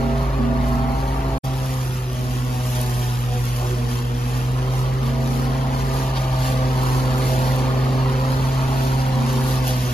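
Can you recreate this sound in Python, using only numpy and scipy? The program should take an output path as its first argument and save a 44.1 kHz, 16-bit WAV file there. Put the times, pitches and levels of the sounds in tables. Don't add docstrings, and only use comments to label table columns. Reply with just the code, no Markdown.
import sys
import numpy as np
from scipy import signal
from scipy.io import wavfile
from scipy.ndimage import uniform_filter1d

SR = 44100
rng = np.random.default_rng(int(sys.argv[2]) if len(sys.argv) > 2 else 0)


def makeup_ratio(level_db):
    decades = np.asarray(level_db, float) / 20
    return 10 ** decades


def generate_wav(signal):
    frames = np.transpose(np.atleast_2d(signal))
    scaled = np.clip(frames, -1, 1) * 32767
    pcm = np.round(scaled).astype(np.int16)
    wavfile.write(sys.argv[1], SR, pcm)


N = 437913

AIR_REF_DB = -37
TREBLE_HZ = 7200


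def blade_hum(hz, levels_db):
    # (multiple of passing rate [1], level above the fifth [dB])
    upper = [(1.5, -7), (2.5, -16.5), (3.5, -16.5), (6, -2), (7, -6), (8, -15.5), (9, -9), (10, -10.5)]
    free_hz, breakup_db_per_hz = 132, .5
    strain_db = breakup_db_per_hz * np.maximum(free_hz - hz, 0)
    hum = np.zeros(N)
    for k, db in zip((.5, 1, 2, 3, 4, 5), levels_db):
        wobble_db = 0.29 * abs(k - 1) + .5 + strain_db * (k > 2)
        hum += tone(k * hz, db, wobble_db, rate_hz=19)
    fifth_db = uniform_filter1d(levels_db[-1], size=30000)
    for k, db in upper:
        hum += tone(k * hz, fifth_db + db, wobble_db=1.5 + strain_db, rate_hz=9)
    return hum


def hum_levels(hum_db, air_db, hidden_db):
    # (multiple [1], level at usual air [dB], share of the change in air [1], share of the hiding [1])
    lower = [(.5, -38.5, 0.24, -.3), (2, -35, 0.46, 0.2), (3, -39, 0.62, -0.77), (4, -39.5, 0.9, 0.41),
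             (5, -39.5, 0.78, -0.68)]
    # (time [s], half length [s], multiple [1], depth [dB])
    fades = [(0.24, 0.067, 2, -20), (1.98, 0.15, 2, -11.5), (3.29, 0.29, 2, -10.5), (4.87, 0.25, 2, -12),
             (6.2, 0.16, 2, -8), (7.3, .07, 2, -10), (.9, 0.43, 3, -7), (1.42, .1, 3, -6),
             (2.41, 0.072, 3, -8), (3.4, .15, 3, -8), (4.395, .14, 3, -18), (5.43, 0.3, 3, -6.5),
             (6.4, 0.31, 3, -8), (7.5, 0.17, 3, -6.5), (8.56, 0.14, 3, -13), (0.86, 0.36, 4, -11),
             (3.02, 0.17, 4, -13), (2.3, 0.21, 4, -6), (5.85, 0.13, 4, -7), (4.2, 0.29, 4, -23),
             (5.08, 0.076, 4, -7), (8.65, 0.078, 4, -12), (0.38, 0.091, 5, -17), (1.98, 0.16, 5, -14),
             (4.2, 0.85, 5, -6), (4.95, 0.13, 5, -16), (7.92, 0.44, 5, -7), (7.5, .04, 5, -5),
             (8.97, 0.059, 5, -9), (9.15, 0.11, 3, -5)]
    levels = []
    for k, db, share, behind in lower:
        dips_db = sum(depth_db * swell(s, half_s) * (round(m) == k) for s, half_s, m, depth_db in fades)
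        levels.append(db + share * (air_db - AIR_REF_DB) + behind * hidden_db + spread(dips_db))
    return [levels[0], hum_db, *levels[1:]]


def tip_beat(hz):
    turn = 2 * np.pi * np.cumsum(hz) / SR
    return np.cos(turn) + 0.22 * np.cos(turn / 2) + 0.51 * np.cos(2 * turn)


def deck_air(roar_db, beat):
    # (frequency [Hz], density [dB per Hz])
    wash_spectrum = [(25, -16), (70, 5.5), (100, 4.5), (200, -0.5), (330, -6), (450, -25), (700, -36),
                     (3000, -73)]
    # (frequency [Hz], density [dB per Hz])
    roar_spectrum = [(200, -26), (330, -5.5), (600, -3.5), (900, -0.5), (1200, -1.5), (1600, -11.5),
                     (2500, -17), (9000, -48)]
    air = rng.standard_normal(N)
    wash_db = -42 + 0.38 * (roar_db - AIR_REF_DB) + 0.62 * drift(5)
    wash = colour(air, wash_spectrum, 145, 225, patchy_db=0.9) * makeup_ratio(wash_db)
    roar = colour(air, roar_spectrum, 700, 1200, patchy_db=0.0) * makeup_ratio(roar_db + 1.44 * beat)
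    return wash + roar


def grass_levels(turned_db, hidden_db):
    # (time [s], half length [s], level of clippings [dB])
    tuft_events = [(0.207, .08, -57), (.7, 0.092, -51), (1.12, .22, -53), (1.43, 0.028, -42.5),
                   (1.626, 0.089, -51), (1.825, .14, -45), (2.287, 0.12, -47), (2.55, .08, -47.5),
                   (2.756, 0.106, -41.5), (3.013, 0.17, -43.5), (3.414, .11, -48.5), (3.617, 0.12, -45),
                   (3.943, 0.063, -45.5), (4.34, 0.063, -47), (4.78, 0.045, -47), (5.08, 0.045, -52),
                   (5.35, 0.11, -46), (5.82, 0.061, -47.5), (5.993, 0.091, -45.5), (6.206, 0.041, -48),
                   (6.475, 0.083, -42), (6.916, .16, -45), (7.275, 0.083, -42.5), (7.47, 0.12, -45),
                   (8.41, .2, -50), (8.863, .15, -45.5), (9.34, 0.096, -44.5), (9.5, .06, -40.5),
                   (9.691, 0.041, -39.5), (9.85, .11, -45)]
    # (time [s], half length [s], rise of chopping [dB])
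    stalks = [
        (2.765, 0.016, 4),
        (3.462, 0.023, 3.5),
        (6.173, 0.015, 9),
        (6.46, .06, 3),
        (9.69, 0.027, 3),
    ]
    spray_floor_db, chop_floor_db = -52.5, -42.5
    tufts = spread(sum(makeup_ratio(2 * db) * swell(s, half_s) for s, half_s, db in tuft_events))
    spray_db = 10 * np.log10(makeup_ratio(2 * (spray_floor_db + hidden_db)) + tufts)
    chop_db = chop_floor_db + hidden_db + 0.21 * (spray_db - spray_floor_db) + 0.17 * turned_db
    chop_db = chop_db + spread(sum(db * swell(s, half_s) for s, half_s, db in stalks))
    return chop_db, spray_db


def cut_grass(roar_db, hidden_db, beat):
    # (frequency [Hz], density [dB per Hz])
    chop_spectrum = [(500, -20), (1500, 7), (2000, -2), (3000, 3.5), (3700, -2), (4300, -2.5), (5300, -4.5),
                     (6500, -12), (8000, -8.5), (12000, -33)]
    # (frequency [Hz], density [dB per Hz])
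    spray_spectrum = [(3000, -8.5), (6000, -1), (7700, 0), (9300, 1), (11000, -1.5), (13500, -3.5),
                      (15600, -1.5), (16000, -48)]
    turned_db = roar_db - AIR_REF_DB
    chop_db, spray_db = grass_levels(turned_db, hidden_db)
    ring = np.full(N, 4320), 2 + .9 * turned_db
    clumps_db = 0.61 * drift(30)
    stems = chips(per_s=2500, spread_db=1.0, ring_s=0.00072) + 0.65 * rng.standard_normal(N)
    chop = colour(stems, chop_spectrum, 1520, 8400, patchy_db=-0.3, ring=ring)
    chop = chop * makeup_ratio(chop_db + 0.76 * beat + clumps_db)
    spray = colour(stems, spray_spectrum, 9500, 13600, patchy_db=1.5)
    spray = spray * makeup_ratio(spray_db + 1.24 * beat + clumps_db)
    ground_lag_s = 0.001535
    bounce = (0.12 - 0.027 * turned_db) * np.roll(chop, round(ground_lag_s * SR))
    return chop + bounce + spray


def snaps():
    # (time [s], peak level [dB], dull part above it [dB])
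    cracks = [(0.688, -29, -10), (1.6596, -28, -10), (2.1303, -27, -13), (2.4487, -30, -7),
              (2.654, -29, -11), (2.6632, -23.5, -16), (2.7497, -30, -11), (2.8144, -17, -17),
              (2.83, -22, -14), (2.8963, -27, -17), (3.44, -28, -9), (3.4535, -23, -12), (4.2815, -31, -11),
              (6.8347, -24, -7), (7.1065, -34, -4), (7.1819, -24, -7), (7.285, -25, -7), (7.5291, -35, -8),
              (7.562, -25, -7), (8.3193, -30, -1), (8.8406, -27, -7), (9.0836, -30, -2), (9.3305, -25, -8),
              (9.4223, -29, -6), (9.4394, -26, -11), (9.4862, -27, -7), (9.6702, -21, -12),
              (9.679, -18, -12), (9.766, -26, -11), (9.8358, -28, -4)]
    s, db, dull_db = np.transpose(cracks)
    out, signs = np.zeros(N), rng.choice([-1., 1.], N)
    knock = 2820, 4700, db + dull_db - 10.5, .004
    tick = 6000, 15500, db + 1.5, 0.0015
    for lo_hz, hi_hz, level_db, ring_s in (knock, tick):
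        hits = np.zeros(N)
        hits[(s * SR).astype(int)] = makeup_ratio(level_db)
        burst = signal.oaconvolve(hits, np.exp(-np.arange(1200) / SR / ring_s))[:N] * signs
        out += signal.sosfilt(signal.butter(2, [lo_hz, hi_hz], "bandpass", fs=SR, output="sos"), burst)
    return out


def thump():
    # (centre [Hz], width [Hz], level [dB])
    knock = (900, 450, -30)
    hz, width_hz, db = knock
    time_s, half_s = 3.635, .035
    band = signal.butter(2, [hz - width_hz / 2, hz + width_hz / 2], "bandpass", fs=SR, output="sos")
    bell = np.exp(-((np.arange(N) / SR - time_s) / half_s) ** 2)
    return makeup_ratio(db) * bell * evened(signal.sosfilt(band, rng.standard_normal(N)))


def mower():
    # (time [s], blade passing rate [Hz], hum [dB], air in the deck [dB], cutting as hidden by the body [dB])
    takes = [
        [(0.0, 133.1, -26, -34.5, -2), (0.5, 132.1, -25, -33.5, -5), (1.37, 132.8, -27.5, -34, -4)],
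        [(1.45, 132.1, -22.5, -40.5, 1), (1.7, 130.1, -23.5, -39.5, 0), (2.05, 126, -24.5, -42.5, 0),
         (2.46, 126.2, -23.5, -40, 0), (2.7, 124.6, -22, -41.5, 0.5), (3.2, 122.3, -21.5, -42, 1.5),
         (4.19, 123.4, -23, -40.5, 1), (4.57, 127.5, -20.5, -38, 0.5), (5.2, 131.1, -21.5, -36, -1),
         (5.94, 131.8, -23, -34, 0), (6.36, 129.1, -20.5, -35, 1), (7.5, 129.1, -19.5, -32.5, 1),
         (8.61, 132, -20, -33.5, 1), (9.6, 129.5, -20, -35, 1.5), (9.93, 124, -22.5, -41, 5)],
    ]
    hz, hum_db, air_db, hidden_db = curves(takes)
    beat = tip_beat(hz)
    hum = blade_hum(hz, hum_levels(hum_db, air_db, hidden_db))
    return hum + deck_air(air_db, beat) + cut_grass(air_db, hidden_db, beat) + snaps() + thump()


def whine():
    # (start [s], length [s], pitch [Hz], level [dB], level of the octave [dB])
    bouts = [(0.0, 0.29, 239.4, -22.5, -54), (0.386, 0.57, 241, -20, -57), (2.11, 0.94, 238.5, -34.5, -52),
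             (2.701, 0.87, 237.1, -33.5, -42), (3.76, 0.94, 238.6, -32, -34),
             (4.314, 0.89, 235, -43.5, -37.5), (5.018, 0.95, 236.2, -27, -35),
             (6.45, 0.86, 238.2, -35, -40), (6.999, 1, 237.6, -30.5, -40), (7.6, 1.16, 237.2, -30.5, -36.5),
             (8.751, 0.49, 236.8, -30, -48), (9.15, 0.32, 236.5, -23.5, -45),
             (9.459, 0.53, 238.1, -32, -40)]
    t, rows = np.arange(N) / SR, np.array(bouts)
    latest = np.maximum(np.searchsorted(rows[:, 0], t, "right") - 1, 0)
    start, length, hz, db, octave_db = rows[latest].T
    age, rise = t - start, round(0.034 * SR)
    start_flat_hz, settle_s = 5.5, .12
    hz = uniform_filter1d(hz - start_flat_hz * np.exp(-age / settle_s), rise)
    fade_db, rest_db = -5, -56
    db, octave_db = (uniform_filter1d(np.where(age < length, c + fade_db * age / length, rest_db), rise)
                     for c in (db, octave_db))
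    x = tone(hz, db, wobble_db=1.5, rate_hz=16) + tone(2 * hz, octave_db, wobble_db=-1.0, rate_hz=12)
    lead_s = 0.00046
    return np.array([x * makeup_ratio(-4.0), np.roll(x, -round(lead_s * SR)) * makeup_ratio(-1.5)])


def drone():
    # (time [s], pitch [Hz], level [dB])
    takes = [
        [(0.0, 53.18, -24), (1.37, 52.7, -24)],
        [(1.45, 52.08, -34), (5.49, 51.92, -29.5), (8.98, 51.9, -31), (9.2, 47.4, -36), (9.36, 49.5, -33),
         (9.6, 54, -26.5), (9.93, 53.2, -35)],
    ]
    return tone(*curves(takes), wobble_db=1.3, rate_hz=7.8)


def ports(x):
    # (frequency [Hz], direct share [1], phase lead [rad], left louder [dB])
    port_response = [(50, 1, -.03, -.3), (130, .999, -.2, -.9), (300, .95, -.5, -.9), (600, .75, -.7, 0),
                     (900, .88, -.9, .8), (1500, .8, -2.8, -3), (1610, .6, -3.9, -2), (1740, .4, -5.5, 6),
                     (2100, .7, -6.3, 1), (3300, .55, -7.3, 2), (3900, .25, -6.3, 3.5), (4700, .6, -6.9, 2),
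                     (5400, .2, -8.5, 5), (6200, .6, -11.6, -1.5), (7000, .5, -10.9, -.5)]
    lag_s, zero_hz = 1.37e-4, 4700
    still_below_hz = 1400
    hz, _, z = signal.stft(x, SR, nperseg=1024, noverlap=768)
    hz = hz[:, None]
    share, lead, left_db = read(port_response, hz)
    treble = hz > TREBLE_HZ
    share = np.where(treble, 1, np.clip(share, 0, 1))
    lead = np.where(treble, 2 * np.pi * lag_s * (hz - zero_hz), lead)
    left_db = np.where(treble, 0, left_db)
    slow, quick = (patches(z.shape, 2, n) + 1j * patches(z.shape, 2, n) for n in (40, 5))
    scatter = np.exp(1j * np.angle(np.where(hz < still_below_hz, slow, quick)))
    right = z * (share * np.exp(1j * lead) + 1.44 * np.sqrt(1 - share ** 2) * scatter)
    both = [z * makeup_ratio(left_db / 2), right / makeup_ratio(left_db / 2)]
    return signal.istft(both, SR, nperseg=1024, noverlap=768)[1][:, :N]


def evened(x):
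    return x / np.sqrt(np.mean(x ** 2) + 1e-20)


def curves(tables):
    s, *columns = np.concatenate(tables).T
    return [np.interp(np.arange(N) / SR, s, c) for c in columns]


def read(points, hz):
    f, *columns = np.transpose(points)
    return [np.interp(np.log(hz + 1), np.log(f + 1), c) for c in columns]


def swell(s, half_s):
    return np.exp(-((np.arange(0, N, 64) / SR - s) / half_s) ** 2)


def spread(x):
    return np.interp(np.arange(N), np.arange(0, N, 64), x)


def drift(rate_hz):
    knots = rng.standard_normal(600)
    return np.interp(np.arange(N) / SR * rate_hz, np.arange(len(knots)), knots) * 0.9


def patches(shape, bins, frames):
    across = uniform_filter1d(rng.standard_normal(shape), bins, axis=0)
    return evened(uniform_filter1d(across, frames, axis=1))


def tone(hz, db, wobble_db, rate_hz):
    phase = 2 * np.pi * (np.cumsum(hz) / SR + rng.random()) + 0.082 * wobble_db * drift(rate_hz)
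    return np.sqrt(2) * makeup_ratio(db + wobble_db * drift(rate_hz)) * np.sin(phase)


def colour(x, spectrum, lo_hz, hi_hz, patchy_db, ring=None):
    hz, t, z = signal.stft(x, SR, nperseg=1024)
    z = z * makeup_ratio(read(spectrum, hz)[0][:, None] + patchy_db * patches(z.shape, 9, 7))
    if ring:
        ring_hz, lift_db = (c[np.minimum(t * SR, N - 1).astype(int)] for c in ring)
        z = z * makeup_ratio(lift_db * np.exp(-((hz[:, None] - ring_hz) / 450) ** 2))
    power = abs(z) ** 2
    share = power[(hz > lo_hz) & (hz < hi_hz)].sum() / power.sum()
    return evened(signal.istft(z, SR, nperseg=1024)[1][:N]) / np.sqrt(share)


def chips(per_s, spread_db, ring_s):
    size = makeup_ratio(spread_db * np.minimum(rng.exponential(1, N), 5)) * (rng.random(N) < per_s / SR)
    decay = np.exp(-np.arange(400) / SR / ring_s)
    power = abs(signal.oaconvolve(size ** 2, decay)[:N])
    return evened(np.sqrt(power) * rng.standard_normal(N))


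def thinned_treble(x):
    # (frequency [Hz], level under the other [dB])
    weak_margin = [(8300, -9.5), (10600, -5.5), (13300, -3.8), (14600, -2.5)]
    hz, _, z = signal.stft([x[0] + x[1], x[0] - x[1]], SR, nperseg=1024)
    frames = z.shape[2]
    bands, band_hz = z[:, :512].reshape(2, 64, 8, -1), hz[:512].reshape(64, 8, 1)
    power = uniform_filter1d((abs(bands) ** 2).mean(2, keepdims=True), size=2, axis=3)
    flicker = np.repeat(rng.standard_normal(power.shape), 2, axis=3)[..., :frames]
    power = power * makeup_ratio(2.9 * flicker)
    top = uniform_filter1d((np.diff(x, 2, prepend=0, append=0) ** 2).sum(0), size=64)
    sharp = top > 8 * uniform_filter1d(top, size=4096)
    attack = np.resize(uniform_filter1d(sharp * 1., size=1024)[::512] > 1e-3, frames)
    strong = power > power[::-1] * makeup_ratio(2 * read(weak_margin, band_hz)[0][:, :1])
    kept = strong | (band_hz < TREBLE_HZ) | attack
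    z[:, :512] = (bands * kept).reshape(2, 512, -1)
    z[1] *= np.exp(1j * patches(z.shape[1:], 4, 2) * (hz[:, None] > TREBLE_HZ) * ~attack)
    mid, side = signal.istft(z, SR, nperseg=1024)[1][:, :N] / 2
    return np.array([mid + side, mid - side])


def scene():
    return ports(mower() + drone()) + whine()


def top_cut(x):
    return signal.sosfilt(signal.butter(12, 15570, fs=SR, output="sos"), x)


def record(dry):
    t = np.arange(N) / SR
    out_s, in_s = 1.3815, 1.439
    before = np.clip((out_s - t) / 0.0044 + .5, 0, 1)
    after = np.clip((t - in_s) / 0.013 + .5, 0, 1) ** 2
    mix = thinned_treble(dry * (before + after))
    return top_cut(mix)


dry = scene()
out = record(dry)
generate_wav(out)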